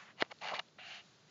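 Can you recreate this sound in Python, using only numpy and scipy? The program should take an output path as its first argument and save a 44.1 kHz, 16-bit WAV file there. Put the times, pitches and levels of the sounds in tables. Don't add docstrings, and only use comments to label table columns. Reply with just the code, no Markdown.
import sys
import numpy as np
from scipy.fft import rfft, irfft, next_fast_len
from scipy.io import wavfile
from scipy.ndimage import map_coordinates

SR = 44100
rng = np.random.default_rng(int(sys.argv[2]) if len(sys.argv) > 2 else 0)


def dump_mix(stems):
    frames = np.atleast_2d(stems).T
    limited = np.clip(frames, -1, 1)
    pcm = np.round(limited * 32767).astype(np.int16)
    wavfile.write(sys.argv[1], SR, pcm)


N = 57330

# freq_hz, gain_db
AIR_SPECTRUM = [(20, -55), (35, -44), (60, -33), (107, -14), (150, -8.5), (209, -11), (260, -15),
                (500, -17), (1500, -26), (2500, -56)]
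HISS_SPECTRUM = [(40, -38.5), (500, -16.5), (1400, 0), (2600, -2.5), (4200, 0.5), (5500, -4.5), (7000, -5),
                 (8000, -2)]
# time_s, level_db
HISS_ENVELOPE = [(0, -57.5), (.15, -68.5), (.37, -63), (.66, -64), (.73, -67.5), (1.05, -61.5),
                 (1.19, -63.5), (1.26, -65), (1.3, -61.5)]
FADING_SLIDE_ENVELOPE = [(0, -53.5), (.02, -56.5), (.045, -59.5), (.11, -61), (.14, -77)]
LONG_SLIDE_ENVELOPE = [(.782, -73), (.787, -55.5), (.797, -51), (.82, -54.5), (.875, -51), (.91, -50),
                       (.968, -50.5), (1.005, -56), (1.03, -75)]
# freq_hz, gain_db
FADING_SLIDE_SPECTRUM = [(200, -16.5), (650, 4.5), (1200, 7.5), (1700, 10.5), (2500, 6), (3500, -1.5),
                         (7000, -45.5)]
LONG_SLIDE_SPECTRUM = [(60, -34), (200, -38), (520, -17), (730, 4), (980, -13), (1300, -5), (1650, -1),
                       (1950, -2.5), (2350, 1.5), (2550, -0.5), (2820, 6.5), (3350, -5.5), (4200, -6.5),
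                       (5200, -27), (7000, -33)]
SIZZLE_SPECTRUM = [(500, -52.5), (3000, -18), (4300, -1), (5500, -9.5), (7000, -9.5), (8000, -25)]
# time_s, body_db, rasp_db
SCRAPE_ENVELOPES = [
    [(.165, -77, -75), (.192, -60, -56), (.212, -43, -40), (.222, -50.5, -39.5), (.233, -57, -61.5),
     (.25, -63, -60.5), (.28, -71.5, -80)],
    [(.295, -79, -81), (.308, -55.5, -58), (.316, -49.5, -46), (.323, -44, -49), (.329, -60, -87),
     (.336, -97, -84)],
    [(.408, -73, -74), (.414, -75, -53), (.417, -49, -44.5), (.44, -47, -47.5), (.465, -46, -42),
     (.481, -44.5, -44.5), (.503, -45.5, -42.5), (.519, -41.5, -50), (.537, -40.5, -50),
     (.544, -41.5, -43.5), (.572, -51.5, -47), (.586, -46, -52.5), (.597, -41.5, -37), (.605, -51.5, -59.5),
     (.625, -78, -86.5)],
]
# freq_hz, gain_db
BODY_SPECTRUM = [(50, -52.5), (140, -10), (300, -15.5), (480, -5.5), (680, 2), (1000, 1.5), (1300, -2.5),
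                 (1800, -33), (3500, -34.5)]
RASP_SPECTRUM = [(80, -61.5), (400, -24), (1000, -14.5), (1600, 3.5), (2400, 2.5), (3300, -3), (4600, -6),
                 (5600, -13), (7000, -14), (8000, -29)]
# centre_hz, width_hz, relative_db
SURFACE_MODES = [(811, 110, -7), (1190, 93, -14), (2028, 32, -0.5), (2225, 28, 4), (2375, 45, 1),
                 (2790, 127, 0), (2888, 55, 4.5), (3780, 96, -5.5), (4314, 210, 0)]
# start_s, level_db, centre_hz
SNAPS = [(0.208, -42.5, 2600), (.2130, -36, 3600), (0.2188, -38.5, 2370), (0.341, -65, 3940),
         (0.387, -61, 3910), (0.4182, -73.5, 3400), (0.4632, -51.5, 3400), (0.492, -41, 1300),
         (0.5416, -41.5, 3600), (.5460, -39, 2000), (0.551, -45, 4000), (.5926, -37, 3800),
         (.5948, -37, 1600), (.685, -64.5, 3500), (.7860, -51.5, 1490), (.7870, -54, 700)]
# freq_hz, gain_db
KNOCK_SPECTRUM = [(40, -44.5), (120, -16), (250, -7), (480, 1.5), (850, 3), (1050, -2), (1500, -6),
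                  (1850, 1), (2550, -15), (2870, -2), (3200, -12), (4000, -11), (5200, -20.5), (6200, -34),
                  (7500, -50)]


def amp(db):
    return 10 ** (np.asarray(db) / 20)


def unit_rms(x):
    return x / np.sqrt(np.mean(x ** 2) + 1e-20)


def envelopes(rows):
    time_s, *columns_db = np.transpose(rows)
    return [amp(np.interp(np.arange(N) / SR, time_s, db, left=-140, right=-140)) for db in columns_db]


def coloured(x, spectrum):
    size = 2 * next_fast_len(N)
    freq_hz, gain_db = np.transpose(spectrum)
    bins_hz = np.fft.rfftfreq(size, 1 / SR)
    magnitude = amp(np.interp(np.log(bins_hz + 1), np.log(freq_hz + 1), gain_db))
    cepstrum = irfft(np.log(magnitude), size)
    causal_fold = np.r_[1, np.full(size // 2 - 1, 2), np.zeros(size // 2)]
    return irfft(rfft(x, size) * np.exp(rfft(cepstrum * causal_fold)), size)[:N]


def background(air_db=-69):
    air = unit_rms(coloured(rng.standard_normal(N), AIR_SPECTRUM))
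    hiss = unit_rms(coloured(rng.standard_normal(N), HISS_SPECTRUM))
    return amp(air_db) * air + envelopes(HISS_ENVELOPE)[0] * hiss


def friction(slips_per_s, spread_db, smooth_db=-5.5, flutter_db=0.4, flutter_per_s=280):
    slips = (rng.random(N) < slips_per_s / SR) * rng.choice([-1, 1], N)
    sizes = amp(spread_db * np.clip(rng.standard_normal(N), -2, 2))
    flutter = map_coordinates(rng.standard_normal(N // 10), [np.arange(N) * flutter_per_s / SR])
    smooth = amp(smooth_db) * rng.standard_normal(N)
    return (unit_rms(slips * sizes) + smooth) * amp(flutter_db * flutter)


def swish(spectrum):
    return unit_rms(coloured(friction(slips_per_s=5500, spread_db=3.0), spectrum))


def slides(sizzle_db=-59.5, sizzle_exponent=1.5, sizzle_rise_s=0.05):
    fading = envelopes(FADING_SLIDE_ENVELOPE)[0]
    long = envelopes(LONG_SLIDE_ENVELOPE)[0]
    age_s = np.maximum(np.arange(N) / SR - LONG_SLIDE_ENVELOPE[0][0], 0)
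    build_up = 1 - np.exp(-age_s / sizzle_rise_s)
    sizzle = amp(sizzle_db) * (long / long.max()) ** sizzle_exponent * build_up
    return (fading * swish(FADING_SLIDE_SPECTRUM)
            + long * swish(LONG_SLIDE_SPECTRUM)
            + sizzle * swish(SIZZLE_SPECTRUM))


def surface_ringing(x, ring_gain_db=3):
    hz = np.fft.rfftfreq(2 * N, 1 / SR)
    modes = sum(amp(db) * 1j * hz * width_hz / (centre_hz ** 2 - hz ** 2 + 1j * hz * width_hz)
                for centre_hz, width_hz, db in SURFACE_MODES)
    return irfft(rfft(x, 2 * N) * (1 + amp(ring_gain_db) * modes))[:N]


def rub(spectrum):
    slips = friction(slips_per_s=2200, spread_db=7.5)
    return unit_rms(surface_ringing(coloured(slips, spectrum)))


def scrapes():
    body, rasp = np.sum([envelopes(rows) for rows in SCRAPE_ENVELOPES], axis=0)
    return body * rub(BODY_SPECTRUM) + rasp * rub(RASP_SPECTRUM)


def crack(start_s, t60_s, rattle_db, rise_s=0.00054):
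    offset = np.arange(N) - np.round(start_s * SR)
    age_s = np.maximum(offset / SR, 0)
    push = offset == 0
    rattle = rng.standard_normal(N) * (1 - np.exp(-age_s / rise_s)) * amp(-60 * age_s / t60_s)
    return push + amp(rattle_db) * rattle / np.linalg.norm(rattle)


def snaps(half_width_octaves=0.47, top_hz=4900, level_window_s=0.003):
    out = np.zeros(N)
    hz = np.geomspace(50, 12000, 40)
    rolloff_db = -10 * np.log10(1 + (hz / top_hz) ** 12)
    for start_s, level_db, centre_hz in SNAPS:
        band_db = -6 * (np.log2(hz / centre_hz) / half_width_octaves) ** 2
        spectrum = np.c_[hz, np.maximum(band_db + rolloff_db, -60)]
        snap = unit_rms(coloured(crack(start_s, t60_s=0.0078, rattle_db=3.5), spectrum))
        out += amp(level_db) * snap * np.sqrt(level_window_s * SR / N)
    return out


def knock(peak_db=-14.5, smear_hz=1000):
    blow = coloured(crack(start_s=0.2231, t60_s=0.013, rattle_db=-7), KNOCK_SPECTRUM)
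    s = 1j * np.fft.rfftfreq(N, 1 / SR) / smear_hz
    allpass = (1 - s + s * s) / (1 + s + s * s)
    smeared = irfft(rfft(blow) * allpass, N)
    return amp(peak_db) * smeared / np.abs(smeared).max()


def scene():
    return (background() + slides() + scrapes() + snaps() + knock())[None]


def record(dry):
    cutoff_hz = 7130
    hz = np.fft.rfftfreq(2 * N, 1 / SR)
    return irfft(rfft(dry, 2 * N) / np.sqrt(1 + (hz / cutoff_hz) ** 80))[:, :N]


dry = scene()
out = record(dry)
dump_mix(out)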